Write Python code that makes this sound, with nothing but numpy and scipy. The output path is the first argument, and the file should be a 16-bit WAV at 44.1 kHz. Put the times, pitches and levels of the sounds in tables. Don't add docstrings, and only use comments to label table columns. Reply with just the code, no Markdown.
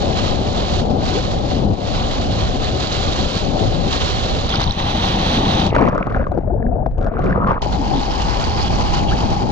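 import sys
import numpy as np
from scipy import signal
from scipy.fft import rfft, irfft, next_fast_len
from scipy.io import wavfile
from scipy.ndimage import uniform_filter1d

SR = 44100
rng = np.random.default_rng(int(sys.argv[2]) if len(sys.argv) > 2 else 0)


def write(x):
    x = np.atleast_2d(x).T
    wavfile.write(sys.argv[1], SR, np.round(np.clip(x, -1, 1) * 32767).astype(np.int16))


N = 419391
T = np.arange(N) / SR
SIZE = next_fast_len(N, real=True)
HZ = np.float32(np.maximum(np.arange(SIZE // 2 + 1) * SR / SIZE, 1))

# each from and to, in seconds.
RIDE, FLOAT, DIVE, PADDLE = (0, 4.48), (4.48, 5.715), (5.715, 7.617), (7.617, 9.52)

# middle in seconds, length in seconds, lift in dB, pitch of their eddies in Hz, dB by which
GUST_ROWS = [(0.067, 0.125, 2.5, 560.0, 0.0), (0.386, 0.086, 2.0, 220.0, 2.5),
             (0.757, 0.079, 3.0, 70.0, 0.0), (0.924, 0.177, 4.5, 380.0, 9.0),
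             (1.422, 0.074, 2.5, 160.0, 3.0), (1.575, 0.113, 4.5, 150.0, 0.0),
             (1.685, 0.11, 4.5, 150.0, 3.0), (2.001, 0.153, 2.0, 60.0, 0.0),
             (2.286, 0.114, 5.5, 190.0, 0.0), (2.44, 0.133, 4.5, 60.0, 0.0), (3.042, 0.102, 2.0, 70.0, 0.0),
             (3.229, 0.055, 5.0, 150.0, 0.0), (3.516, 0.111, 4.0, 220.0, 5.0),
             (3.599, 0.096, 4.5, 640.0, 1.5), (3.678, 0.061, 6.5, 80.0, 5.0),
             (3.808, 0.132, 5.5, 180.0, 3.0), (4.285, 0.121, 2.5, 530.0, 0.0),
             (4.581, 0.093, 3.5, 230.0, 0.0), (4.68, 0.055, 7.0, 80.0, 1.5), (5.825, 0.14, 6.5, 500.0, 0.0),
             (6.194, 0.08, 5.0, 70.0, 0.0), (6.393, 0.049, 3.5, 230.0, 0.0), (6.6, 0.3, 3.5, 60.0, 0.0),
             (6.679, 0.084, 5.0, 150.0, 0.0), (6.799, 0.152, 2.0, 740.0, 0.0),
             (6.987, 0.193, 5.5, 50.0, 0.0), (7.274, 0.12, 4.0, 140.0, 0.0), (7.505, 0.05, 5.0, 740.0, 0.0),
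             (7.755, 0.07, 6.0, 140.0, 2.5), (7.942, 0.113, 4.0, 210.0, 0.0),
             (8.255, 0.144, 3.0, 60.0, 0.0), (8.733, 0.094, 4.0, 130.0, 0.0),
             (9.057, 0.086, 2.5, 140.0, 3.5), (9.115, 0.07, 4.5, 60.0, 0.0)]
# middle in seconds, length in seconds, dB lost, dB lost by the rumble.
LULL_ROWS = [(1.235, .055, 3, 1), (1.76, 0.033, 6, 9), (1.817, 0.096, 1, 6), (2.884, .119, 1.5, 4),
             (3.308, 0.058, 2.5, 10), (3.394, 0.032, 6, 8), (4.48, 0.01, 8, 5), (4.734, 0.079, 7, 6),
             (5.709, 0.021, 12, -2), (5.738, .012, 8, 4), (5.912, 0.02, 8, 0), (5.964, 0.013, 7, 1),
             (5.99, 0.14, 1, 4.5), (6.047, 0.029, 9, 7), (6.095, 0.019, 8, 4), (6.132, 0.014, 5, 1),
             (6.185, .014, 5, -2), (6.252, 0.029, 7, 3), (6.278, .01, 8, 2), (6.3, 0.035, 5, 0.5),
             (6.336, 0.018, 4, -2), (6.403, .012, 6, 3), (6.424, 0.041, 7, 5), (6.466, .018, 3, -1),
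             (6.49, .012, 3, 3), (6.59, 0.023, 3, -1), (6.935, .085, 10.5, 1), (7.103, 0.023, 7, 2),
             (7.128, 0.03, 6, 9), (7.184, .012, 5, 0), (7.226, 0.02, 4, -1), (7.345, .016, 3, 2),
             (7.554, .03, 2, 1), (7.602, 0.029, 13, 12), (9.438, 0.19, 0.5, 3.5)]
# time in seconds, tick level in dB, thud level in dB.
BURST_ROWS = [(5.750, -22, -30), (5.764, -21, -11), (5.812, -27, -11), (5.823, -31, -13), (5.853, -33, -14),
              (5.887, -25, -9), (5.895, -32, -15), (5.922, -41, -21), (5.950, -35, -17), (5.979, -31, -16),
              (6.009, -43, -13), (6.029, -43, -24), (6.042, -45, -26), (6.069, -36, -8), (6.11, -45, -19),
              (6.147, -40, -18), (6.164, -37, -9), (6.196, -45, -17), (6.213, -45, -19), (6.241, -47, -26),
              (6.268, -39, -13), (6.283, -47, -34), (6.318, -37, -9), (6.348, -47, -24), (6.376, -41, -8),
              (6.386, -42, -22.5), (6.409, -52, -20), (6.415, -56, -30), (6.433, -60, -30),
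              (6.477, -66, -17), (6.502, -73, -20), (6.587, -60, -26), (6.604, -68, -17), (6.626, -57, -30),
              (6.665, -57, -33), (6.714, -67, -22), (6.756, -69, -21), (6.863, -34, -3), (6.913, -47, -24),
              (6.926, -55, -34), (6.982, -36, -16), (7.013, -34, -22), (7.028, -33.5, -24),
              (7.044, -33, -21), (7.064, -35, -27), (7.07, -37, -10.5), (7.083, -41, -27),
              (7.117, -58, -14), (7.192, -33, -8), (7.241, -34, -20), (7.247, -36, -24), (7.258, -34, -23),
              (7.274, -35, -15), (7.297, -36, -19), (7.308, -35, -21), (7.358, -47, -13), (7.377, -49, -16),
              (7.42, -49, -10), (7.445, -42, -16), (7.468, -43, -25), (7.488, -40, -18), (7.518, -35, -12)]
# frequency in Hz, density in dB per Hz.
SURFACE_SPRAY = [(1000, -3.5), (1280, -10), (1900, -14.5), (2650, -13.5), (3100, -11), (3550, -14.5),
                 (4450, -10), (5500, -17.5), (6770, -21), (7400, -27.5), (8300, -37.5), (9500, -40),
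                 (10500, -46), (12300, -53)]
# frequency in Hz, density in dB per Hz.
BUBBLE_COLOUR = [(600, -15), (900, -3), (1120, 2.5), (1300, -1), (1480, -10), (1700, -11), (2100, -20),
                 (2700, -28.5), (3600, -34.5), (4600, -38.5), (7000, -53), (10000, -70.5), (15000, -79)]
# frequency in Hz, ratio in dB.
LEFT_THROUGH_AIR = [(1000, 10), (1400, 1), (2000, -1.5), (3000, -5), (3600, -7), (4300, -15.5),
                    (4750, -21.5), (5200, -49.5), (8000, -41)]
# frequency in Hz, ratio in dB.
LEFT_THROUGH_WATER = [(800, 8.5), (1200, -1), (2000, -1), (4000, -5)]
# frequency in Hz, lag in radians.
LAG_IN_AIR = [(170, -0.5), (400, 0.5), (600, 1.24), (790, 2.0), (1000, 4), (1400, 4.5), (2500, 4.7)]
# frequency in Hz, lag in radians.
LAG_IN_WATER = [(120, -0.14), (300, -0.21), (650, 0.064), (950, -1.57)]
# frequency in Hz, shared amplitude 0-1.
GUSTY_LIKENESS = [(40, 0.63), (300, 0.51), (650, 0.72), (850, 0.43), (1200, 1)]


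def flow(stage, levels, streams, colour, likeness, lag, top_hz, rumble_db, buffet_db, hollow_db, even_s=0.095):
    # time in seconds, left against right in dB.
    rumble_side = [(0, -1), (.35, 3), (.62, -2.5), (.9, 1.5), (1.35, -3), (1.68, 6), (1.95, -2),
                   (2.23, -3.5), (2.7, 3.5), (3.1, -1), (3.83, 4.5), (4.1, -5.5), (4.4, -7.5), (4.65, 3.5),
                   (4.85, -1), (6.1, -1.5), (6.35, 4.5), (7.05, 5), (7.7, -2), (8.3, 1.5), (8.55, -5),
                   (8.95, -9), (9.1, -1), (9.5, -6)]
    rumble, buffet, side, hollow = levels
    spectra = ports(streams, in_hz(colour), in_hz(likeness)[0], lag) * below(top_hz, order=8)
    big, medium = below(113), below(396)
    low = play(spectra * big, rumble + rumble_db, 20, 120)
    middle = play(spectra * (medium - big), buffet + buffet_db, 140, 380, even_s)
    high = play(spectra * (1 - medium), hollow + hollow_db, 450, 1000, even_s)
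    turned_low = ports_turned(in_time(rumble_side)[0], stage, 0.5) * low
    return turned_low + ports_turned(side, stage, 0.3) * (middle + high)


def wind_levels(rumble_hz, buffet_hz, hollow_hz, unrest_db):
    # time in seconds, level in dB.
    wind_curve = [(0.0, -23.5), (1.305, -25.0), (2.151, -27.0), (2.799, -26.5), (3.696, -26), (4.139, -29),
                  (4.741, -25.5), (5.085, -21.5), (5.66, -18), (5.829, -20), (5.991, -24), (6.896, -29),
                  (7.395, -21.5), (7.632, -27.5), (8.522, -27.0), (9.051, -23), (9.51, -22)]
    # time in seconds, left against right in dB.
    facing_curve = [(0.0, 5), (0.6, 3.5), (0.9, 5), (1.15, 3), (1.6, 6), (2.25, 3), (2.85, 2), (3.3, 4),
                    (3.8, 6), (4.05, 2.5), (4.4, 2), (5.5, 1.5), (5.8, 10.5), (6.05, 2.5), (6.35, 11),
                    (7.05, 11.5), (7.17, 2), (7.5, 3), (7.8, 13), (8.15, 9.5), (8.9, 9), (9.51, 8.5)]
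    usual_wind_db = -25
    rumble_base_db, rumble_follows = -23, 0.13
    hollow_base_db, hollow_follows = -28, 0.5
    gust_turn = 0.32

    (wind,), (facing,) = in_time(wind_curve), in_time(facing_curve)
    swing = wind - usual_wind_db
    lull = swells(row[:3] for row in LULL_ROWS)
    rumble_lull = swells((s, length, lost) for s, length, _, lost in LULL_ROWS)
    gust = gusts_at(buffet_hz)
    rumble = rumble_base_db + rumble_follows * swing + gusts_at(rumble_hz) - rumble_lull
    buffet = wind + gust - lull + unrest_db * drift(10)
    hollow = hollow_base_db + hollow_follows * swing + gusts_at(hollow_hz) - lull
    return rumble, buffet, facing + gust_turn * gust, hollow


def gusts_at(hz):
    spread_octaves = 0.95
    return swells((s, length, db * np.exp(-(np.log2(hz / eddy_hz) / spread_octaves) ** 2 / 2))
                  for s, length, db, eddy_hz, _ in GUST_ROWS)


def eddies(lumpy_db, rate):
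    return rng.standard_normal((2, N)) * from_db(lumpy_db * drift(rate))


def ports_turned(side_db, stage, left_share):
    turn_db = side_db - np.average(side_db, weights=during(stage))
    return from_db(np.array([[left_share], [left_share - 1]]) * turn_db)


def hoots():
    # middle in seconds, length in seconds, level in dB, Hz at the start and at the end of that length.
    whirl_rows = [(0.78, .05, -17.5, 70, 120), (0.83, .06, -20, 209.6, 222), (0.92, .05, -21.5, 241.6, 271),
                  (1.16, .07, -21, 317.5, 495), (1.575, .06, -18.5, 290, 197),
                  (1.61, .04, -17.5, 109.6, 130), (1.675, .06, -17.5, 215.8, 181),
                  (1.705, 0.0502, -15, 109.3, 95), (3.68, 0.055, -18, 130, 110.7),
                  (7.81, .04, -21, 293, 261), (7.875, .03, -21.5, 200, 210), (7.93, .04, -20.5, 788, 853),
                  (7.97, .05, -19.5, 279, 267)]
    return gliding_tones(whirl_rows, level_db=1.5, lag=LAG_IN_AIR, wobble=0.06, flutter_db=3.0)


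def white_water(levels, colour, drops, drop_db, flicker_db, splash_db, spray_db):
    splash, spray = levels
    hiss = rng.standard_normal((2, N))
    streams = (hiss + from_db(drop_db) * drops) * from_db(flicker_db * drift(35))
    colour_db = in_hz(colour) + in_hz(LEFT_THROUGH_AIR) * [[1], [0]]
    spectra = ports(streams, colour_db, 0.9, LAG_IN_AIR) * (1 - below(920))
    coarse = below(2530, order=8)
    splashes = play(spectra * coarse, splash + splash_db, 1300, 2400)
    return splashes + play(spectra * (1 - coarse), spray + spray_db, 2800, 7500)


def water_levels(unrest_db):
    # time in seconds, level in dB.
    spray_curve = [(0.0, -32.0), (0.752, -30), (1.252, -31.5), (1.769, -40), (1.95, -32.0), (2.545, -33.0),
                   (2.84, -28), (3.399, -28.5), (3.47, -31), (3.861, -29.5), (4.046, -25.5), (4.449, -30),
                   (4.76, -32), (4.85, -26.5), (5.653, -25.5), (5.715, -44), (7.62, -40), (7.796, -38),
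                   (8.124, -33), (8.651, -32), (9.201, -34.0), (9.51, -39.0)]
    # middle in seconds, length in seconds, lift in dB.
    surge_rows = [(0.182, 0.042, 4), (0.295, 0.062, 1), (0.593, 0.053, 2.5), (1.125, 0.15, 2.5),
                  (1.536, 0.16, 1), (1.914, 0.096, 3), (2.153, 0.12, 3), (2.462, 0.11, 3.5),
                  (2.651, 0.059, 4), (4.534, 0.055, 3), (4.619, 0.045, 4.5), (4.793, 0.023, 2),
                  (7.63, 0.053, 4.5), (7.74, 0.034, 5), (8.318, 0.071, 3.5), (8.612, 0.088, 2),
                  (8.962, 0.064, 2), (9.111, 0.049, 1.5), (9.211, 0.048, 2)]
    coarse_db, coarse_in_surge = -9.5, 0.59

    (spray,), surge = in_time(spray_curve), swells(surge_rows)
    receding = swells((s, length, max(lost, 0)) for s, length, _, _, lost in GUST_ROWS)
    spray = spray + surge - receding + unrest_db * drift(7.9)
    return spray + coarse_db + coarse_in_surge * surge, spray


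def droplets():
    # middle in seconds, length in seconds, lift of the heavy drops in dB.
    splatter_rows = [(1.12, 0.16, 11), (2.88, .2, 9.5), (4.62, .28, 15), (8.5, .5, 7)]
    heavy_db = -8.5
    fine = grains(per_s=2200, low_hz=1200, high_hz=7110, cycles=10.2, spread_db=4.0)
    heavy = grains(per_s=420, low_hz=1200, high_hz=7000, cycles=6.3, spread_db=3.0, count=8)
    drops = fine + from_db(heavy_db + swells(splatter_rows)) * heavy
    return np.array([drops, np.roll(drops, SR // 50)])


def plops(level_db):
    # start in seconds, level in dB, pitch in Hz, cycles until the ring is 60 dB down,
    # pitch glide as a share.
    plop_rows = [(2.022, -19, 1490, 12, -0.054), (4.493, -11, 4580, 22, -0.0098),
                 (4.504, -9, 3540, 24, -0.0086), (4.527, -10, 3190, 26, .05), (4.539, -13.5, 1276, 22, .14),
                 (4.546, -11, 5000, 24, -0.029), (4.556, -6.5, 4700, 18, 0.011),
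                 (4.563, -21, 800, 9.1, .05), (4.572, -15, 5650, 18, .05), (4.603, -10, 4000, 22, .05),
                 (4.613, -15.5, 1150, 11, .05), (4.629, -8, 3850, 30, .05), (4.634, -12, 5700, 16, .05),
                 (4.655, -18, 5600, 18, .05), (4.667, -15, 4300, 18, .05), (4.675, -14.5, 3600, 28, .05),
                 (4.697, -17, 5000, 22, 0.02), (4.64, -5.5, 4290, 30, .05), (4.709, -4, 3800, 29, .05),
                 (4.723, -12.5, 5220, 16, 0.11), (5.664, -18, 4020, 34, 0.1),
                 (5.701, -25.5, 3170, 140, -0.36), (5.751, -12.5, 1900, 7.2, .08),
                 (5.759, -14.5, 2110, 9.9, 0.14), (5.764, -4, 1380, 14, .08),
                 (5.785, -12, 1154, 14, -0.022), (5.979, -9.5, 1300, 18, -0.067),
                 (6.028, -14, 2320, 16, -0.02), (6.146, -12, 1570, 24, 0.052),
                 (6.241, -18.5, 1550, 12, .03), (6.268, -15, 1145, 15, 0.0023),
                 (6.321, -25.5, 1100, 14, .03), (6.626, -23.5, 1700, 19, 0.01),
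                 (6.665, -24, 1680, 23, -0.028), (6.736, -44.5, 2600, 27, 0.0052),
                 (6.86, -18.5, 1250, 10, -0.01), (7.168, -17.5, 1300, 20, .05),
                 (7.266, -21.5, 2240, 20, .05), (7.327, -11, 1680, 20, 0.0037), (7.359, -16, 1150, 16, .05),
                 (7.374, -17.5, 1200, 16, .05), (7.402, -17.5, 1170, 16, .05),
                 (7.445, -11, 1360, 20, -0.034), (7.469, -11.5, 1200, 16, .03),
                 (7.508, -10, 1135, 18, -0.034), (7.578, -15, 1200, 18, 0.0069),
                 (7.625, -16.5, 820, 16, .08), (7.661, -12, 613, 5.5, -0.027),
                 (8.032, -13.5, 4380, 33, -0.094), (8.115, -20.5, 3100, 26, .05),
                 (8.441, -10.5, 4590, 49, .05), (8.578, -19, 4480, 30, .05), (8.628, -14, 4600, 36, .05),
                 (8.68, -17, 3150, 30, .05), (9.17, -21, 3000, 30, .05), (9.205, -18.5, 2900, 28, .05)]
    out, t = np.zeros(N), T[:SR // 10]
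    for s, db, hz, cycles, glide in plop_rows:
        start, age = round(s * SR), t * hz / cycles
        gliding_hz = hz * (1 + glide * np.minimum(4 * age, 1))
        phase = 2 * np.pi * np.cumsum(gliding_hz) / SR
        onset = (1 - np.exp(-25 * age)) ** 2
        out[start:start + len(t)] += from_db(db + level_db - 60 * age) * onset * np.sin(phase)
    return drops_at_ports(out)


def slaps(level_db):
    # start in seconds, level in dB, decay in seconds.
    slap_rows = [(1.048, -32, .035), (2.11, -35, .02), (2.345, -35, 0.013), (4.49, -23, 0.011),
                 (4.555, -20, .003), (4.604, -24, 0.014), (4.638, -21, 0.0034), (5.662, -22.5, .01),
                 (7.618, -22.5, 0.0082), (8.437, -25, 0.0069)]
    rise_s = 0.0037
    strength = np.zeros(N)
    for s, db, decay in slap_rows:
        fade = np.exp(-np.minimum(np.abs(T - s) / decay, 20))
        strength += from_db(db + level_db) * np.clip((T - s) / rise_s, 0, 1) * fade
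    colour_db = in_hz(SURFACE_SPRAY) + in_hz(LEFT_THROUGH_AIR) * [[1], [0]]
    spectra = ports(rng.standard_normal((2, N)), colour_db, 0.72, LAG_IN_AIR)
    return strength * rms_one(irfft(spectra * (1 - below(1800)), SIZE)[:, :N])


def showers(level_db, pitch_spread):
    # middle in seconds, length in seconds, level in dB, pitch in Hz.
    shower_rows = [(7.738, 0.032, -34.5, 3920), (7.98, .07, -32, 3780), (8.118, .03, -31, 5080),
                   (8.216, .035, -33.5, 3100), (8.318, .06, -40, 1890), (8.422, .04, -34, 1390),
                   (8.625, .06, -30.5, 4770), (8.65, .08, -34.5, 3200), (8.89, 0.046, -34.5, 3100),
                   (8.985, 0.046, -33, 2910), (9.09, .045, -31.5, 3100), (9.11, .035, -34, 4200)]
    patter = np.zeros(N)
    for s, length, db, hz in shower_rows:
        drops = grains(per_s=900, low_hz=hz / pitch_spread, high_hz=hz * pitch_spread,
                       cycles=22, spread_db=2.5, count=3)
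        patter += from_db(db + level_db) * swells([(s, length, 1)]) * drops
    return drops_at_ports(patter)


def drops_at_ports(x):
    spectra = ports([x, x], in_hz(LEFT_THROUGH_AIR) * [[1], [0]], 1, LAG_IN_AIR)
    return irfft(spectra * below(7000, order=8), SIZE)[:, :N]


def thumps(level_db):
    # middle in seconds, level in dB, width in seconds.
    thump_rows = [(3.266, -9, 0.0023), (3.368, -6.5, 0.0014), (3.439, -13, 0.0018), (5.728, -2, 0.00042),
                  (5.744, -8, 0.0012)]
    out = np.zeros(N)
    for s, db, width in thump_rows:
        near = np.abs(T - s) < 10 * width
        spread = ((T[near] - s) / width) ** 2 / 2
        out[near] += from_db(db + level_db) * (1 - spread) * np.exp(-spread)
    return out


def under_water(levels, puff_share):
    rumble, buffet, side, hollow = levels
    shove = puff_share * puffs()
    return rumble, buffet + shove, side, hollow + shove


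def gurgle(level_db):
    pockets = grains(per_s=260, low_hz=194.6, high_hz=875, cycles=9.5, spread_db=2.5, count=8)
    return from_db(level_db) * np.array([pockets, np.roll(pockets, SR)])


def churned_air(level_db, froth_db):
    # time in seconds, level in dB.
    churn_curve = [(5.735, -32), (5.755, -25), (5.89, -25), (6.0, -30), (6.22, -36), (6.3, -44),
                   (6.45, -55), (6.94, -57.5), (7.03, -41), (7.2, -33.5), (7.42, -30), (7.51, -22),
                   (7.6, -34)]
    # time in seconds, pitch in Hz.
    pitch_curve = [(5.78, 1057), (5.9, 1120), (6.0, 1272), (6.15, 1421), (7.17, 1401), (7.3, 1338),
                   (7.4, 1190), (7.52, 1090)]
    shallow_hz = 1120
    thick_db, thin_db = -13, -46
    lull_share = 0.6

    churn, = in_time(churn_curve)
    exposed = np.clip((thick_db - churn) / (thick_db - thin_db), 0, 1)
    level = churn - lull_share * swells(row[:3] for row in LULL_ROWS) + puffs() * exposed
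    cloud = grains(per_s=900, low_hz=853, high_hz=2190, cycles=12.3, spread_db=4.0, count=10)
    froth = from_db(froth_db) * eddies(lumpy_db=3.5, rate=100)
    streams = (np.array([cloud, cloud[::-1]]) + froth) * from_db(2.2 * drift(47))
    spectra = bubbles_at_ports(streams) * below(2200, order=12)
    squeezed = sped_up(spectra, in_time(pitch_curve)[0] / shallow_hz) * below(1850, order=12)
    return play(squeezed, level + level_db, 944, 1900, even_s=0.05)


def puffs():
    lift_db, rise_s, decay_s = 11, 0.002, 0.012
    loud_thud_db, per_thud = -7, 0.34
    t = T[::40]
    lifts = []
    for s, _, thud in BURST_ROWS:
        lift = max(lift_db + per_thud * (thud - loud_thud_db), 0)
        lifts.append(lift * np.clip((t - s) / rise_s + 1, 0, 1) * np.exp(-np.abs(t - s) / decay_s))
    return np.interp(T, t, np.max(lifts, axis=0))


def fizz(level_db, pops_per_s, spread_db, froth_db, ringing_db):
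    # time in seconds, level in dB.
    fizz_curve = [(5.735, -45), (5.76, -37), (5.885, -41.5), (5.91, -50.5), (6.06, -55), (6.11, -54),
                  (6.17, -51), (6.23, -57), (6.26, -66), (6.4, -66), (6.5, -80), (6.83, -83), (6.87, -76),
                  (6.96, -78), (7.0, -68), (7.11, -65), (7.14, -58), (7.27, -51), (7.455, -60.5),
                  (7.47, -46), (7.52, -46), (7.6, -62)]
    pops = (rng.random(N) < pops_per_s / SR) * from_db(spread_db * np.minimum(rng.exponential(1, N), 3))
    popping = rms_one(np.array([crackle(pops + 1e-18), crackle(pops + 1e-18)]))
    small = grains(per_s=700, low_hz=2050, high_hz=2750, cycles=14, spread_db=3.0, count=3)
    froth = from_db(froth_db) * rng.standard_normal((2, N))
    spectra = bubbles_at_ports(popping + from_db(ringing_db) * small + froth)
    return play(spectra * (1 - below(1840, order=12)), in_time(fizz_curve)[0] + level_db, 2290, 3600, even_s=0.03)


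def bubbles_at_ports(streams):
    colour_db = in_hz(BUBBLE_COLOUR) + in_hz(LEFT_THROUGH_WATER) * [[1], [0]]
    return ports(streams, colour_db, 0.81, LAG_IN_WATER)


def ticks(tick_db, thud_db, port_hz, housing_hz):
    s, tick, thud = np.transpose(BURST_ROWS)
    at = np.round(s * SR).astype(int)
    bursts = np.bincount(at, from_db(tick + tick_db), N) + 1e-18
    dull = cut(cut(crackle(bursts), 1700, "low", order=1), 6900, "low", order=10)
    crack = dull + 0.17 * ring(bursts, housing_hz, cycles=8.4)
    knocks = cut(np.bincount(at, from_db(thud + thud_db), N) + 1e-18, 1200, "low", order=2)
    knock = ring(knocks, port_hz, cycles=10.2) + 0.43 * ring(knocks, 380, cycles=4)
    return crack * from_db([[0], [-2.5]]) + knock * from_db([[3], [-7]])


def glugs():
    # middle in seconds, length in seconds, level in dB, Hz at the start and at the end of that length.
    glug_rows = [(5.79, .02, -18, 1048, 900), (5.822, .03, -14, 337, 260), (5.925, .02, -21, 555, 522),
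                 (5.938, .008, -19.5, 622, 580), (5.952, .012, -20, 1050, 955),
                 (5.96, .008, -17.5, 558, 600), (6.013, .012, -21.5, 624, 600),
                 (6.073, .014, -22.5, 802, 852), (6.11, .016, -23, 448, 402), (6.168, .02, -15, 772, 700),
                 (6.205, 0.0221, -20, 517, 553), (6.215, 0.011, -22, 980, 924),
                 (6.322, .016, -24, 720, 743), (6.378, .02, -18, 326, 342), (6.412, .014, -27, 800, 782),
                 (6.48, .011, -21.5, 622, 600), (6.507, .02, -23.5, 700, 680), (6.527, .025, -20, 328, 391),
                 (6.551, .018, -19, 638, 500), (6.675, .07, -18, 230, 270), (6.735, .025, -23.5, 680, 740),
                 (6.761, .016, -21, 620, 580), (6.8, 0.05, -23.5, 688, 750), (6.842, .02, -24.5, 627, 600),
                 (6.985, .013, -21, 516, 636), (7.015, .02, -25, 700, 756), (7.071, .016, -20, 638, 668),
                 (7.12, .013, -23, 680, 700), (7.165, .02, -22, 422, 500), (7.196, .018, -23, 727, 700),
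                 (7.26, 0.054, -18.5, 170, 200), (7.315, .03, -17, 201.5, 171),
                 (7.364, .014, -23, 650, 600), (7.383, .012, -16.5, 480, 520),
                 (7.42, .016, -18, 1200, 1294), (7.452, 0.028, -17.5, 230, 180.5),
                 (7.49, .02, -17.5, 1153, 1100), (7.514, .02, -16, 1215, 1100),
                 (9.124, .021, -20, 1250, 1700)]
    return gliding_tones(glug_rows, level_db=0.5, lag=LAG_IN_WATER, wobble=0.031, flutter_db=2.0)


def trapped_air(hz, level_db):
    shaking = rng.standard_normal(N) * from_db(4 * drift(rate=20))
    return from_db(level_db) * rms_one(ring(ring(shaking, hz, cycles=19), hz, cycles=19))


def gliding_tones(rows, level_db, lag, wobble, flutter_db):
    # frequency in Hz, ratio in dB.
    left_in_bass = [(100, 2), (300, 7.5), (750, 15), (1150, 1.5)]
    out, bend, flutter = np.zeros(N), 1 + wobble * drift(60), from_db(flutter_db * drift(80))
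    for (s, length, db, from_hz, to_hz), turn in zip(rows, rng.random(len(rows))):
        near = slice(*np.searchsorted(T, [s - length, s + length]))
        age = (T[near] - s) / length
        hz = from_hz * (to_hz / from_hz) ** (age + 0.5) * bend[near]
        envelope = np.cos(np.pi / 2 * age) ** 2
        out[near] += from_db(db + level_db) * envelope * np.sin(2 * np.pi * (turn + np.cumsum(hz) / SR))
    left_db = in_hz(left_in_bass)
    spectra = ports([out * flutter] * 2, left_db * [[1], [0]], 1, lag)
    shares = 2 / (1 + from_db(left_db[0])) * spectra
    return irfft(shares, SIZE)[:, :N]


def grains(per_s, low_hz, high_hz, cycles, spread_db, count=16):
    at = np.flatnonzero(rng.random(N) < per_s / SR)
    sizes_db = spread_db * np.minimum(rng.exponential(1, len(at)), 3.5)
    sizes = from_db(sizes_db) * rng.choice([-1, 1], len(at))
    dealt, out = rng.integers(0, count, len(at)), np.zeros(N)
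    for k, hz in enumerate(np.geomspace(low_hz, high_hz, count)):
        r, w = from_db(-60 * hz / (cycles * SR)), 2 * np.pi * hz / SR
        poles = [1, -2 * r * np.cos(w), r * r]
        clicks = np.bincount(at, sizes * (dealt == k), N) + 1e-18
        out += signal.lfilter([(hz * np.sin(w)) ** 2], np.convolve(poles, poles), clicks)
    return rms_one(out)


def crackle(clicks):
    decay_s = 0.0014
    r = np.exp(-1 / (decay_s * SR))
    return signal.lfilter([np.sqrt(1 - r * r)], [1, -r], clicks) * rng.standard_normal(N)


def ring(clicks, hz, cycles):
    r, w = from_db(-60 * hz / (cycles * SR)), 2 * np.pi * hz / SR
    return signal.lfilter([0, np.sin(w)], [1, -2 * r * np.cos(w), r * r], clicks + 1e-18)


def ports(streams, colour_db, alike, lag):
    shared, own = rfft(np.float32(streams), SIZE)
    alike, angle = np.float32(np.clip(alike, 0, 1)), np.float32(in_hz(lag)[0])
    mixed = alike * shared + np.sqrt(1 - alike ** 2) * own
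    left = mixed * (np.cos(angle) - 1j * np.sin(angle))
    return np.array([left, shared]) * from_db(np.float32(colour_db))


def play(spectra, level_db, low_hz, high_hz, even_s=0.099):
    spectra = spectra.astype(np.complex64)
    band = (HZ > low_hz) & (HZ < high_hz)
    core = irfft((spectra[0] + spectra[1]) / 2 * band, SIZE)[:N]
    power = uniform_filter1d(uniform_filter1d(core ** 2, int(even_s * SR)), int(even_s * SR / 2))
    return irfft(spectra, SIZE)[:, :N] * (from_db(level_db) / np.sqrt(np.abs(power) + 1e-20))


def sped_up(spectra, speed):
    clock = np.cumsum(speed) / SR % T[-1]
    return rfft(np.float32([np.interp(clock, T, x[:N]) for x in irfft(spectra, SIZE)]), SIZE)


def below(hz, order=6):
    return 1 / (1 + np.minimum(HZ / hz, 20) ** order)


def cut(x, hz, kind, order=2):
    return signal.sosfilt(signal.butter(order, hz, kind, fs=SR, output="sos"), x)


def drift(rate):
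    r = np.exp(-80 * np.pi * rate / SR)
    slow = signal.lfilter([1], [1, -2 * r, r * r], rng.standard_normal(N // 40 + 2002))[2000:]
    return np.interp(np.arange(N) / 40, np.arange(len(slow)), rms_one(slow))


def swell(middle_s, length_s):
    return np.exp(-np.log(2) * np.minimum(np.abs(2 * (T[::40] - middle_s) / length_s), 4) ** 3)


def swells(rows):
    return np.interp(T, T[::40], sum(db * swell(s, length) for s, length, db in rows))


def during(stage):
    return np.clip(np.minimum(T - stage[0], stage[1] - T) / 0.006 + 0.5, 0, 1)


def in_time(rows):
    s, *columns = np.transpose(rows)
    return [np.interp(T, s, c) for c in columns]


def in_hz(rows):
    hz, *columns = np.transpose(rows)
    return np.array([np.interp(np.log(HZ), np.log(hz), c) for c in columns])


def from_db(db):
    return np.exp(np.asarray(db) * (np.log(10) / 20))


def rms_one(x):
    return x / np.sqrt(np.mean(x ** 2) + 1e-20)


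def ride(wind, air, water, drops):
    # frequency in Hz, left level in dB, right level in dB.
    wind_colour = [(12, 0, -7), (25, -1, -0.5), (45, -0.5, -0.5), (84, -2.5, 0.5), (130, -1, -5),
                   (210, -2.5, -6.5), (303, -5.5, -12.5), (472, -12, -15.5), (575, -7.5, -18.5),
                   (650, -12, -19), (742, -7, -22), (946, -20.5, -29), (1200, -27, -26)]
    # frequency in Hz, density in dB per Hz.
    spray_colour = [(1000, 0.5), (1200, -1.5), (1680, -5.5), (2060, -7), (2500, -7), (3120, -3.5),
                    (4190, -2), (5000, -9), (5700, -12.5), (6900, -15), (7500, -21), (8400, -36),
                    (10400, -45.5), (12300, -49)]
    out = flow(RIDE, wind, air, wind_colour, GUSTY_LIKENESS, LAG_IN_AIR,
               top_hz=1250, rumble_db=1.0, buffet_db=-0.5, hollow_db=2)
    return out + white_water(water, spray_colour, drops,
                             drop_db=-10.5, flicker_db=1.0, splash_db=0.0, spray_db=-0.5)


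def afloat(wind, water, drops):
    # frequency in Hz, left level in dB, right level in dB.
    wind_colour = [(12.04, 2, -5), (25, -5, -7), (45, -4.5, -6), (85, -4, -4.5), (130, -5, -5),
                   (192, -1.5, -2), (298, -8, -8.5), (444, -12, -13), (593, -9.5, -11.5), (674, -8, -11),
                   (785, -1.5, -16.5), (940, -7.5, -17), (1200, -17.5, -27.5)]
    # frequency in Hz, density in dB per Hz.
    spray_colour = [(1160, -6), (1600, -9.5), (2360, -9), (3150, -2), (3780, 0), (4380, -5), (4950, -12.5),
                    (6310, -14.5), (7200, -26.5), (8200, -33), (10400, -40), (12300, -37), (13500, -56)]
    # frequency in Hz, shared amplitude 0-1.
    calm_likeness = [(40, 1), (220, 1), (450, 0.94), (1000, 0.93)]
    out = flow(FLOAT, wind, eddies(lumpy_db=1.4, rate=48), wind_colour, calm_likeness, LAG_IN_AIR,
               top_hz=1250, rumble_db=1.5, buffet_db=-0.5, hollow_db=1.5)
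    return out + white_water(water, spray_colour, drops,
                             drop_db=-10.5, flicker_db=0.55, splash_db=1.5, spray_db=-0.5)


def dive(wind):
    # frequency in Hz, left level in dB, right level in dB.
    flow_colour = [(12, -4, -6), (28, 3.5, 8.5), (60, 4, -3), (95, -2, -3), (138, -1, 2),
                   (244, -3.5, -10.5), (350, -10, -16), (504, -6.5, -12.5), (700, -6.5, -24),
                   (836, -15, -24), (1100, -15, -36)]
    # frequency in Hz, shared amplitude 0-1.
    submerged_likeness = [(40, 0.95), (140, 0.8), (300, 0.33), (800, 0.21)]
    churning = eddies(lumpy_db=1.5, rate=45) + gurgle(level_db=-7.0)
    out = flow(DIVE, under_water(wind, puff_share=0.46), churning, flow_colour, submerged_likeness, LAG_IN_WATER,
               top_hz=970, rumble_db=2.5, buffet_db=-2, hollow_db=-0.4, even_s=0.04)
    out += churned_air(level_db=1, froth_db=-6)
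    out += fizz(level_db=1.5, pops_per_s=350, spread_db=3.5, froth_db=-7, ringing_db=-15)
    return out + trapped_air(hz=1680, level_db=-63.5)


def paddle(wind, air, water, drops):
    # frequency in Hz, left level in dB, right level in dB.
    wind_colour = [(12, 5, 2), (25, -14, -6), (45.3, 1, 6.5), (85, -5, -3), (132, -8, -5), (202, -7, -12),
                   (301, -10.5, -19), (436, -19.5, -22), (600, -20.5, -26), (680, -18, -25.5),
                   (820, -10, -27.5), (900, -16.5, -36), (1200, -34, -37)]
    out = flow(PADDLE, wind, air, wind_colour, GUSTY_LIKENESS, LAG_IN_AIR,
               top_hz=1360, rumble_db=2.0, buffet_db=-1.0, hollow_db=3)
    return out + white_water(water, SURFACE_SPRAY, drops,
                             drop_db=-7.5, flicker_db=1.13, splash_db=3.0, spray_db=-0.5)


def scene():
    wind = wind_levels(rumble_hz=60, buffet_hz=230, hollow_hz=750, unrest_db=1.0)
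    water = water_levels(unrest_db=1.13)
    drops = droplets()
    air = eddies(lumpy_db=1.3, rate=15.6)
    sea = ride(wind, air, water, drops) * during(RIDE)
    sea += afloat(wind, water, drops) * during(FLOAT)
    sea += dive(wind) * during(DIVE)
    sea += paddle(wind, air, water, drops) * during(PADDLE)
    sea += glugs() + hoots() + showers(level_db=3.5, pitch_spread=1.08)
    sea += ticks(tick_db=26.0, thud_db=1.0, port_hz=680, housing_hz=1300)
    return sea + plops(level_db=7.5) + thumps(level_db=2.5) + slaps(level_db=1.5)


def record(dry):
    rounded = 1.155 * np.tanh(cut(dry, 17, "high") / 1.467)
    return cut(rounded, 13500, "low", order=14)


dry = scene()
out = record(dry)
write(out)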